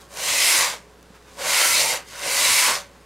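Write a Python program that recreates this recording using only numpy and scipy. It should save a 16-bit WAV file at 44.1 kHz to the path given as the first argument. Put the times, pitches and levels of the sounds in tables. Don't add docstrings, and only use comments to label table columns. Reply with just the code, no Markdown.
import sys
import numpy as np
from scipy import signal
from scipy.fft import rfft, irfft, next_fast_len
from scipy.io import wavfile
from scipy.ndimage import uniform_filter1d

SR = 44100
rng = np.random.default_rng(int(sys.argv[2]) if len(sys.argv) > 2 else 0)


def store_pcm(level_fs):
    pcm = np.round(np.clip(level_fs, -1, 1) * 32767).astype(np.int16)
    wavfile.write(sys.argv[1], SR, np.atleast_2d(pcm).T)


N = 134505
TIME_S = np.arange(N) / SR


def amp(db):
    return 10 ** (np.asarray(db) / 20)


def unit_rms(x):
    return x / np.sqrt(np.mean(x ** 2) + 1e-20)


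def curve_at(points, hz):
    point_hz, value = np.transpose(points)
    return np.interp(np.log(hz + 1), np.log(point_hz + 1), value)


def colour(x, points, sign=1):
    size = next_fast_len(N + 4096)
    gain = amp(sign * curve_at(points, np.fft.rfftfreq(size, 1 / SR)))
    return irfft(rfft(x, size) * gain, size)[..., :N]


def lowpass(order, hz):
    return signal.butter(order, hz, fs=SR, output="sos")


def ring(x, modes):
    return sum(amp(db) * signal.lfilter(*signal.iirpeak(hz, hz / width, SR), x)
               for hz, width, db in modes)


def ring_steeply(x, modes):
    return sum(ring(ring(x, [(hz, width, 0)]), [(hz, width, db)]) for hz, width, db in modes)


def swell(centre_s, sigma_s):
    return np.exp(-.5 * ((TIME_S - centre_s) / sigma_s) ** 2)


def catches(speed, full_speed_per_s=14000, spread_db=2, chatter_db=0.6, chatter_hz=130):
    chance = np.clip(full_speed_per_s * np.sqrt(speed) / SR, 1e-3, 1)
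    size = amp(spread_db * np.minimum(rng.exponential(1, N), 5)) * rng.choice([-1, 1], N)
    clicks = size * (rng.random(N) < chance) / np.sqrt(chance)
    chatter = unit_rms(signal.sosfilt(lowpass(2, chatter_hz), rng.standard_normal(N)))
    return unit_rms(clicks * amp(chatter_db * chatter))


# time in seconds, then relative levels in dB of the scrape, the fizz,
# the board's middle ring and its low ring.
PUSH = [
    (0.0, -65, -70, -58, -67), (0.01, -50.5, -58, -50, -56), (0.08, -61.5, -71, -60, -60),
    (0.112, -49.5, -54, -52, -56), (0.194, -32, -39, -37.5, -39), (0.288, -22.5, -33.5, -33.5, -36),
    (0.496, -19.5, -21.5, -33, -44.5), (0.6, -20, -25, -27, -34), (0.644, -22.5, -31.5, -27.5, -39),
    (0.714, -30.5, -42, -34.5, -47), (0.738, -34.5, -56, -34.5, -39.5), (0.792, -51, -76, -51, -60),
    (0.872, -67, -81, -67, -62), (0.9, -67, -73, -59, -59)]
PULL = [
    (1.24, -63, -76, -60, -68), (1.364, -51, -60, -53.5, -53), (1.4, -35.5, -48, -36, -39),
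    (1.502, -23, -28.5, -29.5, -33.5), (1.588, -20.5, -25, -29, -41), (1.652, -19.5, -22, -27.5, -32.5),
    (1.694, -21, -24, -31, -40.5), (1.814, -19, -26.5, -33, -32), (1.86, -25, -26.5, -32, -31),
    (1.898, -24, -28.5, -39, -38), (1.92, -24, -32, -33, -32.5), (1.958, -29, -33.5, -29.5, -36.5),
    (1.998, -43, -56, -44, -40.5), (2.04, -54, -71, -52, -68)]
PUSH_AGAIN = [
    (2.05, -57, -64, -54, -69), (2.084, -45, -55, -54, -66), (2.156, -41.5, -49, -41.5, -47.5),
    (2.186, -38, -47, -41.5, -49), (2.264, -28, -34.5, -34, -31), (2.342, -24, -27.5, -33, -39.5),
    (2.412, -20, -26.5, -30, -35.5), (2.572, -18.5, -22, -32.5, -43), (2.64, -20, -25, -25.5, -42),
    (2.698, -21, -29.5, -24, -33.5), (2.764, -28, -39, -31, -37), (2.864, -56.5, -84, -59, -58),
    (2.916, -62, -77, -69, -57), (2.95, -64, -72, -57, -64)]
# frequency in Hz, relative density in dB.
SCRAPE_SPECTRUM = [(100,-32),(300,-13.5),(800,-10),(1700,-5.5),(2800,1.5),(3400,-1),(4400,0.5),(5400,0.5),(7000,-0.5),(8600,-5),(9800,-12),(12000,-11),(16000,-30)]
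FIZZ_SPECTRUM = [(500,-30),(5000,-15),(8000,6),(9700,6.5),(10400,3),(11300,3.5),(13000,-5),(14500,-4),(16000,-11)]
# frequency in Hz, width in Hz, relative gain in dB.
PIECE_MAIN_MODES = [(2106,206,-1.5),(2243,135,-3),(2563,380,-11)]
PIECE_UPPER_MODES = [(3950,160,-6.5),(4460,370,-7.5),(6070,460,-9),(7200,470,-5.5),(8300,220,-4),(8600,200,-18),(9550,240,-6.5)]
BOARD_MIDDLE_MODES = [(940,12,-3.5),(1000,63,0),(1109,40,2),(1220,52,-4),(1370,165,-8.5),(1525,160,-5),(1787,300,-15.5)]
BOARD_LOW_MODES = [(100,38,-20),(173.5,69,-15.5),(285,138,-19),(395,90,-14.5),(490.5,22,-0.5),(560.5,23.5,3.5),(615,59,-4.5),(697,43,-7.5),(762,31,-6)]


def sanding(full_speed_db=-17.5, smooth_s=.02, piece_growth=1.22):
    times_s, *levels_db = np.transpose(PUSH + PULL + PUSH_AGAIN)
    scrape, fizz, middle, low = (
        amp(uniform_filter1d(np.interp(TIME_S, times_s, db), round(smooth_s * SR))) for db in levels_db)
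    speed = scrape / amp(full_speed_db)
    piece = amp(full_speed_db) * speed ** piece_growth
    grit = catches(speed)
    out = amp(-.5) * scrape * unit_rms(colour(catches(speed), SCRAPE_SPECTRUM))
    out += amp(-.5) * fizz * unit_rms(colour(catches(speed), FIZZ_SPECTRUM))
    out += amp(-7) * piece * unit_rms(ring_steeply(grit, PIECE_MAIN_MODES))
    out += amp(-9) * scrape * unit_rms(ring(grit, PIECE_UPPER_MODES))
    out += amp(-.5) * middle * unit_rms(ring(catches(speed), BOARD_MIDDLE_MODES))
    return out + low * unit_rms(ring_steeply(catches(speed), BOARD_LOW_MODES))


def contact_drift(x, depth_db=1.37, patch_hz=260, patch_s=.11):
    frame, hop = 512, 128
    spectra = signal.stft(x, SR, nperseg=frame, noverlap=frame - hop)[2]
    patches = rng.standard_normal(spectra.shape)
    patches = uniform_filter1d(patches, round(patch_hz * frame / SR), axis=0)
    patches = uniform_filter1d(patches, round(patch_s * SR / hop), axis=1)
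    spectra *= amp(depth_db * unit_rms(patches))
    return signal.istft(spectra, SR, nperseg=frame, noverlap=frame - hop)[1][:N]


# frequency in Hz, relative density in dB.
AIR_SPECTRUM = [(25,-12),(45,-37),(70,-23),(95,-6),(180,-7),(260,-8.5),(430,-6.5),(600,-13.5),(1000,-13.5),(2000,-20),(5000,-25.5),(10000,-31.5),(15500,-39)]


def air(level_db=-53):
    return amp(level_db) * unit_rms(colour(rng.standard_normal(N), AIR_SPECTRUM))


# frequency in Hz, rms level in dB.
HUM_PARTIALS = [(59.8,-57),(179,-64),(420,-61),(540,-66)]


def hum():
    return sum(amp(db) * np.sqrt(2) * np.sin(2 * np.pi * (hz * TIME_S + rng.random()))
               for hz, db in HUM_PARTIALS)


# start in seconds, level in dB before filtering.
GRAIN_SNAPS = [(.012,-33),(0.172,-16),(1.028,-31.5),(2.086,-28),(2.819,-38)]
# frequency in Hz, gain in dB.
SNAP_SPECTRUM = [(300, -23), (2000, -18), (5000, -5), (11000, -9.5), (16000, -16)]


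def snaps(decay_s=0.0013):
    envelope = sum(amp(db) * (TIME_S >= start_s) * np.exp(-abs(TIME_S - start_s) / decay_s)
                   for start_s, db in GRAIN_SNAPS)
    return colour(envelope * rng.standard_normal(N), SNAP_SPECTRUM)


# centre in seconds, sigma in seconds, frequency in Hz, width in Hz, level in dB.
EDGE_SWELLS_AND_CATCH = [(0.372,0.039,2515,130,-28),(0.423,0.005,3220,2200,-21),(0.522,0.025,2160,220,-26),(.63,.03,1143,154,-32.5),(1.414,0.018,500,70,-36),(1.603,0.055,2120,180,-27),(1.643,0.084,1373,90,-32.5),(1.779,0.028,3950,200,-25.5),(1.87,0.059,885,130,-33.5),(2.443,.035,3920,160,-26.5),(2.48,0.047,115,50,-49),(2.546,0.019,2220,200,-34),(2.71,0.025,1110,130,-29)]


def edge_swells_and_catch():
    out = np.zeros(N)
    for centre_s, sigma_s, hz, width_hz, db in EDGE_SWELLS_AND_CATCH:
        band = ring_steeply(rng.standard_normal(N), [(hz, width_hz, 0)])
        out += amp(db) * swell(centre_s, sigma_s) * unit_rms(band)
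    return out


# centre in seconds, half length in seconds.
BASS_DIPS = [(0.523,0.04),(1.62,0.052),(2.625,0.031)]


def dip_bass(x, below_hz=200, depth_db=-38):
    dip = sum(np.exp(-((TIME_S - centre_s) / half_s) ** 4) for centre_s, half_s in BASS_DIPS)
    bass = signal.sosfiltfilt(lowpass(4, below_hz), x)
    return x - bass * (1 - amp(depth_db * dip))


# start in seconds, energy in dB.
BUMPS = [(1.105,-19.5),(1.748,-18),(2.505,-15)]
# frequency in Hz, width in Hz, relative gain in dB.
BUMP_MODES = [(90,60,-6),(200,130,3),(320,120,-14)]


def bumps(cutoff_hz=600):
    force = signal.sosfilt(lowpass(2, cutoff_hz), signal.unit_impulse(SR // 10))
    knock = ring(force, BUMP_MODES)
    hits = sum(amp(db) * (np.arange(N) == round(start_s * SR)) for start_s, db in BUMPS)
    return signal.fftconvolve(hits, knock / np.linalg.norm(knock))[:N]


# centre in seconds, sigma in seconds, level in dB.
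RUBS = [(1.158,0.014,-51.5),(1.294,.03,-52.5),(2.95,0.035,-63)]
# frequency in Hz, relative density in dB.
RUB_SPECTRUM = [(300,-15),(1000,1),(1700,3),(3000,-5),(6000,-9),(10000,-16),(16000,-21)]


def rubs():
    envelope = sum(amp(db) * swell(centre_s, sigma_s) for centre_s, sigma_s, db in RUBS)
    return envelope * unit_rms(colour(rng.standard_normal(N), RUB_SPECTRUM))


# frequency in Hz, time to fall 60 dB in seconds.
ROOM_T60 = [(200,0.17),(2000,0.38),(8000,0.073),(16000,0.28)]


def room(x, level_db=-13):
    hz, t, spectra = signal.stft(rng.standard_normal(SR // 2), SR, nperseg=256)
    decay = amp(-60 * t / curve_at(ROOM_T60, hz)[:, None])
    tail = signal.istft(spectra * decay, SR, nperseg=256)[1]
    return amp(level_db) * signal.fftconvolve(x, tail / np.linalg.norm(tail))[:N]


def handwork():
    work = contact_drift(sanding()) + edge_swells_and_catch() + rubs() + snaps()
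    return work + room(work)


# frequency in Hz, side gain in dB.
SIDE_SPECTRUM = [(60,-5),(150,-12.5),(300,-13),(750,-16.5),(1200,-16),(2200,-23),(4500,-20.5),(8000,-15.5),(12300,-14),(13500,-7.5),(16000,-7)]
# frequency in Hz, left gain in dB (negated on the right).
BALANCE = [(60,-.1),(140,-.7),(1000,-0.37),(8000,-.1),(12500,-0.3),(16000,-2.5)]


def scene():
    mid = handwork() + bumps() + air() + hum()
    side = colour(handwork(), SIDE_SPECTRUM) + amp(-21) * air()
    left = colour(mid + side, BALANCE)
    right = colour(mid - side, BALANCE, sign=-1)
    return dip_bass(np.array([left, right]))


def record(dry):
    taps = signal.firwin(511, 15800, window=("kaiser", 9), fs=SR)
    return signal.oaconvolve(dry, taps[None], "same")


dry = scene()
out = record(dry)
store_pcm(out)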